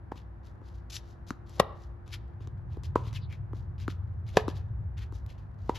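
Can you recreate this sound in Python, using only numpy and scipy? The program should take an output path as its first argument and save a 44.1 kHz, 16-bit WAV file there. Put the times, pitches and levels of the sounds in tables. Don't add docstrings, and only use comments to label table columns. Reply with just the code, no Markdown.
import sys
import numpy as np
from scipy import signal
from scipy.fft import rfft, irfft
from scipy.io import wavfile

SR = 44100
rng = np.random.default_rng(int(sys.argv[2]) if len(sys.argv) > 2 else 0)


def generate_wav(sig):
    pcm = np.round(np.clip(np.atleast_2d(sig).T, -1, 1) * 32767).astype(np.int16)
    wavfile.write(sys.argv[1], SR, pcm)


N = 254898
TIME = np.arange(N) / SR
BLOW_TIME = TIME[:SR // 3]

# f/Hz, relative level/dB
RUMBLE_SPECTRUM = [(20, -28.5), (32, -20), (45, -10), (58, 1.5), (72, -1.5), (90, -19.5), (130, -48)]
DRONE_SPECTRUM = [(50, -39), (68, -5.5), (82, -0.5), (100, 2), (135, -7.5), (165, -15.5), (220, -30),
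                  (400, -63)]
TYRE_SPECTRUM = [(100, -2.5), (170, 3), (260, -3.5), (420, -8.5), (620, -10), (850, -9), (1200, -13.5),
                 (1700, -17), (2400, -30.5), (3300, -39.5), (4500, -42), (7000, -48.5), (12000, -48.5)]
# t/s, relative level/dB
RUMBLE_SWELL = [(0.0, -51), (0.05, -53), (2.51, -48), (2.64, -45), (4.12, -46), (4.55, -41), (5.78, -47)]
DRONE_SWELL = [(0.0, -53), (0.61, -51), (1.0, -53), (1.61, -49), (2.19, -48), (2.91, -37), (3.69, -40),
               (4.77, -39), (5.3, -45), (5.78, -46)]
# f/Hz, level/dB
IDLE_TONES = [(59, -52), (95, -54)]
# t/s, build-up/s, level/dB, rasp centre f/Hz
SHOE_SCUFFS = [(0.155, 0.019, -57.5, 3180), (0.430, 0.039, -66.5, 4000), (0.625, 0.063, -67, 4000),
               (0.737, 0.011, -67.5, 4000), (0.897, .004, -47.5, 4800), (0.918, .048, -39, 5200),
               (1.020, 0.075, -67.5, 4740), (1.265, 0.03, -53.5, 5100), (1.460, .13, -60, 4200),
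               (1.750, .075, -67, 4500), (2.060, .065, -59, 3270), (2.122, .019, -38, 3000),
               (2.403, 0.018, -64.5, 3010), (2.699, 0.034, -67.5, 3000), (2.833, .012, -50, 3720),
               (3.035, 0.044, -54.5, 2960), (3.128, .032, -45.5, 3000), (3.297, .03, -54.5, 2000),
               (3.545, .026, -63.5, 3980), (3.779, 0.042, -53, 3200), (3.885, 0.026, -50.5, 2960),
               (4.262, 0.027, -54.5, 3010), (4.326, 0.075, -49.5, 3000), (4.478, 0.015, -49.5, 3600),
               (4.540, 0.028, -57, 3500), (4.968, .012, -52, 2400), (4.985, .04, -54.5, 2300),
               (5.128, 0.026, -60, 4500), (5.280, 0.025, -58, 2800), (5.377, .004, -68, 3000),
               (5.580, .11, -69, 4000), (5.744, .02, -43.5, 2740)]
# peak t/s, width/s, level/dB, f/Hz at the peak, glide/(octaves per s)
SHOE_SQUEAKS = [(0.966, 0.012, -46.5, 5600, 0), (3.167, .011, -44.5, 3100, -21.5),
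                (3.237, 0.016, -57, 4200, -3), (3.325, .018, -55, 2255, 0)]
# t/s, thump level/dB, grit level/dB
SHOE_LANDINGS = [(0.157, -44, -60), (0.616, -43, -72), (1.495, -51, -46.5), (2.078, -46, -49),
                 (2.406, -44, -68), (2.473, -41, -49), (2.835, -46.5, -46), (3.069, -41.5, -56.5),
                 (3.129, -45, -45), (3.5325, -31.5, -61), (4.4807, -18.5, -37.5), (5.124, -38.5, -55),
                 (5.263, -50, -50)]
# t/s, slap level/dB, slap f/Hz, thump level/dB, thump f/Hz, grit level/dB
BALL_BOUNCES = [(1.3058, -23.5, 1277, -24, 240.5, -35.5), (2.7700, -44, 895, -33, 357, -59),
                (3.8800, -22, 1320, -22, 298, -37)]
# t/s, pock level/dB, pitch factor, tick level/dB
FAR_HITS = [(0.1196, -29, 0.89, -44), (2.9580, -13.4, 1.04, -30), (5.6946, -17, 0.94, -33.5)]
# f/Hz, relative level/dB, swell time/s
POCK_MODES = [(188, -12.5, 0.0012), (389, 2.5, 0.00089), (972, -0.5, .0012), (1310, -11, 0.00086)]
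# t/s, pop level/dB, pitch factor, strings level/dB, scrape level/dB,
# crack level/dB, crack centre f/Hz, left over right/dB
NEAR_HITS = [(1.5990, -7.6, 1.05, -33.5, -18.5, -25, 2000, 2.9),
             (4.3705, -6.5, 0.939, -24, -24.5, -21, 2400, .5)]
# f/Hz, relative level/dB, swell time/s
POP_MODES = [(140, -10, .002), (508, -0.5, .0013), (784, -9, .0018), (1047, -6, 0.0015), (1840, -9, .001),
             (2620, -19, 0.00086)]
# f/Hz, relative level/dB, time to fade by 60 dB/s
STRING_MODES = [(433, 1, .15), (685, -7, 0.071), (856, -9, .07), (980, -8.5, .07), (1136, -4.5, 0.066),
                (1270, -12, 0.13), (1595, -15, .08), (2130, -19.5, 0.079), (2420, -15.5, 0.093),
                (2870, -19, 0.066), (3470, -22, .05), (6160, -19.5, .05)]


def from_db(db):
    return 10 ** (np.asarray(db) / 20)


def rms_one(x):
    return x / np.sqrt(np.mean(x ** 2) + 1e-20)


def dying(t, t60):
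    return np.exp(-np.log(1000) * np.maximum(t, 0) / t60)


def hump(t, width_s):
    return np.exp(-.5 * (t / width_s) ** 2)


def add(track, s, sound):
    start = max(int(round(s * SR)), 0)
    part = sound[..., :max(N - start, 0)]
    track[..., start:start + part.shape[-1]] += part


def band(x, low_hz, high_hz, order=2):
    sos = signal.butter(order, [low_hz, min(high_hz, .45 * SR)], "band", fs=SR, output="sos")
    return signal.sosfilt(sos, x)


def hiss(low_hz, high_hz, order=2):
    return rms_one(band(rng.standard_normal(len(BLOW_TIME)), low_hz, high_hz, order))


def drift(rate, size):
    steps = np.arange(size) / SR * rate
    return np.interp(steps, np.arange(size // 20), rng.standard_normal(size // 20))


def panned(x, balance_db, lead_s):
    hz = np.fft.rfftfreq(2 * len(x), 1 / SR)
    late = irfft(rfft(x, 2 * len(x)) * np.exp(-2j * np.pi * hz * lead_s))[:len(x)]
    return np.array([x, late]) * from_db(np.array([[.5], [-.5]]) * balance_db)


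def wide_noise(spectrum, side_db):
    hz, level_db = np.transpose(spectrum)
    log_hz = np.log(np.fft.rfftfreq(N, 1 / SR) + 1)
    gain = from_db(np.interp(log_hz, np.log(hz), level_db, left=-90, right=-120))
    mid, side = irfft(rfft(rng.standard_normal((2, N))) * gain, N)
    return rms_one(mid + from_db(side_db) * side * np.array([[1], [-1]]))


def knock(hz, swell_s):
    t = BLOW_TIME / swell_s
    return t * np.exp(1 - t) * np.sin(2 * np.pi * hz * BLOW_TIME)


def struck_body(modes, pitch):
    return sum((-1) ** k * from_db(db) * knock(hz * pitch, swell_s)
               for k, (hz, db, swell_s) in enumerate(modes))


def traffic(rise_hz_per_s=3.8, pass_s=1.8, fade_db_per_s=2.4):
    out = from_db(1.5 + np.interp(TIME, *np.transpose(RUMBLE_SWELL))) * wide_noise(RUMBLE_SPECTRUM, -18)
    out += from_db(2.6 + np.interp(TIME, *np.transpose(DRONE_SWELL))) * wide_noise(DRONE_SPECTRUM, -14.5)
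    out += from_db(-55.5) * wide_noise(TYRE_SPECTRUM, side_db=-1)
    whine_hz = 339 + rise_hz_per_s * TIME
    whine_db = -63.7 - fade_db_per_s * np.abs(TIME - pass_s)
    for hz, db in [(whine_hz, whine_db), *IDLE_TONES]:
        phase = 2 * np.pi * np.cumsum(hz + 1.316 * drift(7, N)) / SR
        out += np.sqrt(2) * from_db(db + 2.1 * drift(6, N)) * np.sin(phase)
    return out


def echoes(x, early_db, late_db, fence_db, fence_s, side_db=-6):
    t = BLOW_TIME

    def response():
        early = hiss(250, 7000, order=1) * dying(t, t60=.11) * (t > .004)
        late = hiss(350, 3000, order=1) * dying(t, t60=.57) * (t > .015)
        fence = hiss(850, 1350) * hump(t - fence_s, width_s=.027)
        parts = ((early_db, early), (late_db, late), (fence_db, fence))
        return sum(from_db(db) * rms_one(part) for db, part in parts) / np.sqrt(len(t))
    pair = response() + from_db(side_db) * response() * np.array([[1], [-1]])
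    return signal.fftconvolve(x[None], pair, axes=1)[:, :N]


def loose_sand(ticks_per_s=10, level_db=-76, spread_db=2.5):
    out = np.zeros(N)
    tick = hiss(2000, 7000, order=1) * dying(BLOW_TIME, t60=.016)
    sizes_db = rng.normal(level_db, spread_db, N)
    for i in np.flatnonzero(rng.random(N) < ticks_per_s / SR):
        add(out, TIME[i], from_db(sizes_db[i]) * tick)
    return out


def scuffs(spread=1.56, start_db=-11, grain_db=3.5, stutter_db=2, bite_s=.0023,
           ticks_per_s=170, tick_db=14, light_db=-60.5, light_t60=.18):
    out, t = np.zeros(N), BLOW_TIME
    for s, build_s, db, centre_hz in SHOE_SCUFFS:
        t60 = light_t60 * .5 ** (.065 * (db - light_db))
        build_up = from_db(start_db * np.maximum(1 - t / build_s, 0))
        pressure = np.minimum(t / bite_s, 1) * build_up * dying(t - build_s, t60)
        grains = rng.standard_normal(len(t)) * from_db(grain_db * drift(1400, len(t)))
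        grains += from_db(tick_db) * rng.standard_normal(len(t)) * (rng.random(len(t)) < ticks_per_s / SR)
        rasp = band(grains, centre_hz / spread, centre_hz * spread, order=1)
        rasp = rms_one(band(rasp, 1000, 7300, order=3))
        fizz_db = -11 + 5 * np.log2(centre_hz / 4020)
        fizz = from_db(fizz_db) * rms_one(band(grains, 10000, 13000))
        add(out, s, from_db(db + stutter_db * drift(170, len(t))) * pressure * (rasp + fizz))
    return out


def squeaks(wobble=.13):
    out, middle = np.zeros(N), BLOW_TIME[-1] / 2
    t = BLOW_TIME - middle
    for s, width_s, db, hz, glide in SHOE_SQUEAKS:
        slip_hz = hz * 2 ** (glide * t) * (1 + wobble * drift(1500, len(t)))
        phase = 2 * np.pi * np.cumsum(slip_hz) / SR
        add(out, s - middle, from_db(db) * hump(t, width_s) * np.sin(phase))
    return out


def court_blows(rows, slap_s, thump_s, lag_s, grit_t60):
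    out = np.zeros(N)
    for s, slap_db, slap_hz, thump_db, thump_hz, grit_db in rows:
        grit = from_db(grit_db) * hiss(1500, 9000, order=1) * dying(BLOW_TIME, grit_t60)
        add(out, s, from_db(slap_db) * knock(slap_hz, slap_s) + grit)
        add(out, s + lag_s, from_db(thump_db) * knock(thump_hz, thump_s))
    return out


def footfalls(slap_hz=1070, thump_hz=320, slap_db=-5.5):
    rows = [(s, db + slap_db, slap_hz, db, thump_hz, grit_db) for s, db, grit_db in SHOE_LANDINGS]
    return court_blows(rows, slap_s=.00053, thump_s=.0013, lag_s=.0015, grit_t60=.01)


def bounces():
    return court_blows(BALL_BOUNCES, slap_s=.00051, thump_s=.0015, lag_s=.0017, grit_t60=.0079)


def far_racket(lead_s=.00299, felt_db=-11, wash_db=-24):
    out, t = np.zeros(N), BLOW_TIME
    for s, pock_db, pitch, tick_db in FAR_HITS:
        tick = (hiss(1000, 1860) + from_db(felt_db) * hiss(2000, 7000, order=1)) * dying(t, t60=.033)
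        wash = from_db(wash_db) * hiss(1400, 5000, order=1) * dying(t, t60=.33)
        add(out, s - lead_s, from_db(tick_db) * (tick + wash) * np.minimum(t / lead_s * 2, 1))
        add(out, s, -from_db(pock_db) * struck_body(POCK_MODES, pitch))
    return out


def swings(swish_db=-46, width_s=.018):
    out, middle = np.zeros(N), BLOW_TIME[-1] / 2
    for s, *_ in NEAR_HITS:
        add(out, s - middle, from_db(swish_db) * hiss(280, 800) * hump(BLOW_TIME - middle, width_s))
    return out


def ringing_strings(spread_db=1.7):
    out = np.zeros(len(BLOW_TIME))
    for k, (hz, db, t60) in enumerate(STRING_MODES):
        tone = (-1) ** k * np.sin(2 * np.pi * hz * BLOW_TIME)
        out += from_db(db + rng.normal(0, spread_db)) * dying(BLOW_TIME, t60) * tone
    return out


def near_racket(scrape_s=.0032, sting_db=-7, ground_s=.0052, ground_db=-16, lead_s_per_db=.000024):
    out, t = np.zeros((2, N)), BLOW_TIME
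    for s, pop_db, pitch, strings_db, scrape_db, crack_db, crack_hz, balance_db in NEAR_HITS:
        strings = from_db(strings_db) * ringing_strings()
        crack = hiss(crack_hz / 1.8, crack_hz * 1.9) * dying(t, t60=.028)
        crack += from_db(sting_db) * hiss(5300, 12000) * dying(t, t60=.0099)
        scrape = hiss(700, 3000, order=1) + from_db(-13.5) * hiss(4000, 10000)
        scrape *= from_db(scrape_db) * np.minimum(t / scrape_s, 1) * dying(t - scrape_s, t60=.022)
        blow = from_db(crack_db) * crack - from_db(pop_db) * struck_body(POP_MODES, pitch)
        reflection = from_db(ground_db) * blow
        for delay_s, part in ((-scrape_s, scrape), (0, blow + strings), (ground_s, reflection)):
            add(out, s + delay_s, panned(part, balance_db, lead_s=lead_s_per_db * balance_db))
    return out


def scene():
    near, far, ball = near_racket(), far_racket(), bounces()
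    feet = footfalls() + scuffs() + squeaks() + loose_sand()
    echo = echoes(near.mean(axis=0) + ball + feet, early_db=-21, late_db=-27, fence_db=-42, fence_s=.12)
    echo += echoes(far, early_db=-23, late_db=-26.5, fence_db=-40.5, fence_s=.05)
    players = panned(ball + feet, balance_db=3.2, lead_s=.000014)
    players += panned(far + swings(), balance_db=-.3, lead_s=.000014)
    background = (echo + traffic()) * from_db([[.55], [-.55]])
    return near + players + background


def record(dry, ceiling=.92, dip_hz=8700, dip_db=-14, ring_hz=11200, ring_db=1.5,
           shade_hz=5200, shade_db=-4.5, cutoff_hz=12200):
    dip = signal.iirpeak(dip_hz, Q=dip_hz / 2600, fs=SR)
    ring = signal.iirpeak(ring_hz, Q=9, fs=SR)
    shade = signal.iirpeak(shade_hz, Q=shade_hz / 2200, fs=SR)
    x = dry / (1 + (dry / ceiling) ** 4) ** .25
    x += (from_db(dip_db) - 1) * signal.lfilter(*dip, x)
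    left, right = x + (from_db(ring_db) - 1) * signal.lfilter(*ring, x)
    left -= 2 * signal.lfilter(*dip, left)
    right += (from_db(shade_db) - 1) * signal.lfilter(*shade, right)
    return signal.sosfilt(signal.ellip(10, .5, 80, cutoff_hz, fs=SR, output="sos"), [left, right])


dry = scene()
out = record(dry)
generate_wav(out)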